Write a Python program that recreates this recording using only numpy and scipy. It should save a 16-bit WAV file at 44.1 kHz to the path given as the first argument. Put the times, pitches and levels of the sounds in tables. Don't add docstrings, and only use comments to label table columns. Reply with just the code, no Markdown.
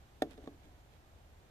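import sys
import numpy as np
from scipy import signal
from scipy.fft import rfft, irfft
from scipy.io import wavfile

SR = 44100
rng = np.random.default_rng(int(sys.argv[2]) if len(sys.argv) > 2 else 0)


def store_pcm(level_fs):
    pcm = np.round(np.clip(level_fs, -1, 1) * 32767).astype(np.int16)
    wavfile.write(sys.argv[1], SR, np.atleast_2d(pcm).T)


N = 66150
T = np.arange(N) / SR
FREQS = np.maximum(np.arange(N // 2 + 1) * SR / N, 1)

# frequency in Hz, left-right correlation.
COHERENCE = [(60, 0.9), (300, 0.85), (650, 0.66), (1400, 0.014), (3000, 0.089), (14000, -0.11)]


def taps():
    # start in seconds, knock gain in dB, its cut-off in Hz, click gain in dB, its cut-off
    # in Hz, shudder gain in dB, frequency of the struck spot in Hz, its level in dB.
    steps = [(0.2186, 2, 2940, 2.5, 15800, 0, 1794, -42), (0.3751, -17.5, 417, -22.5, 14100, -14, 380, -53),
             (0.4355, -34, 500, -34, 4000, -19.5, 660, -50.5),
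             (0.4718, -17, 644, -15, 3470, -10.5, 1110, -50), (0.655, -39, 350, -35, 3000, -23.5, 280, -65)]
    out = np.zeros((2, N))
    for start, knock_db, soft_hz, click_db, click_hz, shudder_db, spot_hz, spot_db in steps:
        age = T - start
        out += undb(knock_db) * board_knock(age, soft_hz)
        out += undb(spot_db) * mode(age, spot_hz, rise=0.003, t60=0.048)
        out += undb(click_db) * contact_click(age, click_hz)
        out += undb(shudder_db) * deck_shudder(age)
    return out


def board_knock(age, soft_hz):
    # frequency in Hz, level in dB, 60 dB decay time in seconds.
    low_modes = [(284.2, -43, .22), (327, -29.5, 0.042), (436.3, -44.5, 0.11), (472, -35, 0.057),
                 (617, -30.5, 0.042), (664, -32, 0.028), (745, -28.5, 0.04)]
    knock = sum(undb(db) * mode(age, hz, rise=0.00256, t60=t60) for hz, db, t60 in low_modes)
    knock = lowpass(knock, hz=836, order=6)
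    knock = highpass(knock, hz=212, order=3)
    return lowpass(knock, soft_hz)


def contact_click(age, cutoff_hz):
    # frequency in Hz, level in dB, 60 dB decay time in seconds.
    high_modes = [(1195, -43.5, 0.029), (1384, -40, 0.0092), (1770, -38, 0.011), (2272, -47, 0.038),
                  (3440, -49.5, 0.043), (3780, -41, 0.019), (5150, -50.5, 0.013), (6600, -53, 0.022),
                  (8560, -46, 0.013), (9800, -47, 0.016), (11800, -58, 0.014)]
    # frequency in Hz, relative spectral density in dB.
    spectrum = [(500, 11.5), (1500, 8.5), (3000, -1), (4300, 4), (6000, -5.5), (9000, -7.5), (11000, -6.5),
                (12500, -11), (15000, -3.5)]
    ring = sum((-1) ** k * undb(db) * mode(age, hz, rise=0.003, t60=t60)
               for k, (hz, db, t60) in enumerate(high_modes))
    burst = undb(-36.5) * strike(age, rise=0.0025, t60=0.025) * noise(undb(curve(spectrum)), 0.15)
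    return lowpass(ring + burst, cutoff_hz, order=1)


def deck_shudder(age):
    # frequency in Hz, relative spectral density in dB.
    spectrum = [(100, -20.5), (200, -6), (270, 7.5), (470, 0), (750, -9.5), (950, -20.5), (2000, -35),
                (4000, -35.5), (12000, -44.5)]
    rise_s, correlation = 0.0045, 0.9676
    deck = undb(-36) * strike(age, rise_s, t60=0.16) * noise(undb(curve(spectrum)), correlation)
    joists = undb(-48) * strike(age, rise_s, t60=0.51) * noise(hump(hz=279, width_hz=77), correlation)
    return deck + joists


def scuffs():
    # start in seconds, length in seconds, relative level in dB.
    brushes = [(0.275, 0.095, -3), (0.394, 0.085, -7.5), (0.617, 0.061, -8), (0.879, 0.12, -11)]
    # start in seconds, relative level in dB.
    scratches = [(0.3088, 7.5), (0.317, 7), (0.3295, -7), (0.449, -9)]
    # frequency in Hz, relative spectral density in dB.
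    spectrum = [(200, 9.5), (650, 13), (1000, -3), (1600, 2), (3400, -1.5), (5000, -7), (9000, -12.5),
                (15000, -20)]
    swell = sum(undb(db - 57.5) * np.sin(np.pi * np.clip((T - start) / length, 0, 1))
                for start, length, db in brushes)
    catch = sum(undb(db - 63) * strike(T - start, rise=0.0013, t60=0.022) for start, db in scratches)
    grain_db, grain_samples = 4.5, 50
    grains = rng.standard_normal(N // grain_samples + 1)
    grit = undb(grain_db * np.repeat(grains, grain_samples)[:N])
    grit /= np.sqrt(np.mean(grit ** 2))
    return (swell + catch) * grit * noise(undb(curve(spectrum)), curve(COHERENCE))


def wall_echo(direct):
    delay_s = 0.0068
    dulled = lowpass(direct, hz=1400, order=1)
    return undb(-11.5) * np.array([np.interp(T - delay_s, T, side, left=0) for side in dulled])


def outdoors():
    # frequency in Hz, relative spectral density in dB.
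    spectrum = [(20, -11), (45, -4), (75, -2), (115, -10), (200, -17.5), (330, -18.5), (480, -21),
                (750, -19), (1100, -25.5), (2000, -30), (3700, -33), (5000, -37.5), (7000, -38),
                (9500, -44), (13000, -43.5)]
    waver_db = 0.3 * np.interp(T, np.linspace(0, T[-1], 12), rng.standard_normal(12))
    hiss = undb(-59.5 + waver_db) * noise(undb(curve(spectrum)), curve(COHERENCE))
    rumble = undb(-69) * noise(hump(hz=72.6, width_hz=20), curve(COHERENCE))
    return hiss + rumble


def undb(db):
    return 10 ** (np.asarray(db) / 20)


def curve(points):
    hz, value = np.array(points).T
    return np.interp(np.log(FREQS), np.log(hz), value)


def hump(hz, width_hz):
    return 1 / (1 + ((FREQS - hz) / width_hz) ** 2)


def noise(gain, correlation):
    mid, side = rfft(rng.standard_normal((2, N)))
    c = np.clip(correlation, -1, 1)
    stereo = np.sqrt(1 + c) * mid + np.sqrt(1 - c) * side * np.array([[1], [-1]])
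    y = irfft(gain * stereo, N)
    return y / y.std()


def strike(age, rise, t60):
    return np.clip(age / rise, 0, 1) ** 2 * np.exp(-np.log(1000) * np.maximum(age - rise, 0) / t60)


def mode(age, hz, rise, t60):
    return strike(age, rise, t60) * np.sin(2 * np.pi * hz * (age - rise))


def lowpass(x, hz, order=2):
    return signal.sosfilt(signal.butter(order, min(hz, .45 * SR), fs=SR, output="sos"), x)


def highpass(x, hz, order=2):
    return signal.sosfilt(signal.butter(order, hz, "high", fs=SR, output="sos"), x)


def balance(x, points):
    return irfft(rfft(x) * undb(np.array([[1], [-1]]) * curve(points) / 2), N)


def lag(x, seconds):
    right = irfft(rfft(x[1]) * np.exp(-2j * np.pi * FREQS * seconds), N)
    return np.array([x[0], right])


def scene():
    # frequency in Hz, left minus right in dB.
    deck_direction = [(700, 0.5), (1200, 0), (2400, -4.5), (3500, -10), (4800, 1.5), (6500, -1), (9500, 1),
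                      (13000, -9)]
    direct = lag(balance(taps() + scuffs(), deck_direction), seconds=0.00016)
    return direct + wall_echo(direct) + lag(outdoors(), seconds=0.000268)


def record(dry):
    # frequency in Hz, left minus right in dB.
    port_colour = [(300, -0.5), (700, -1), (1100, -1.5), (1650, -7), (2400, -3), (3400, -2.5), (6500, -1),
                   (9500, 4.5), (13000, 7)]
    top_hz = 14500
    band_limit = signal.ellip(8, .2, 60, top_hz, fs=SR, output="sos")
    return signal.sosfilt(band_limit, balance(dry, port_colour))


dry = scene()
out = record(dry)
store_pcm(out)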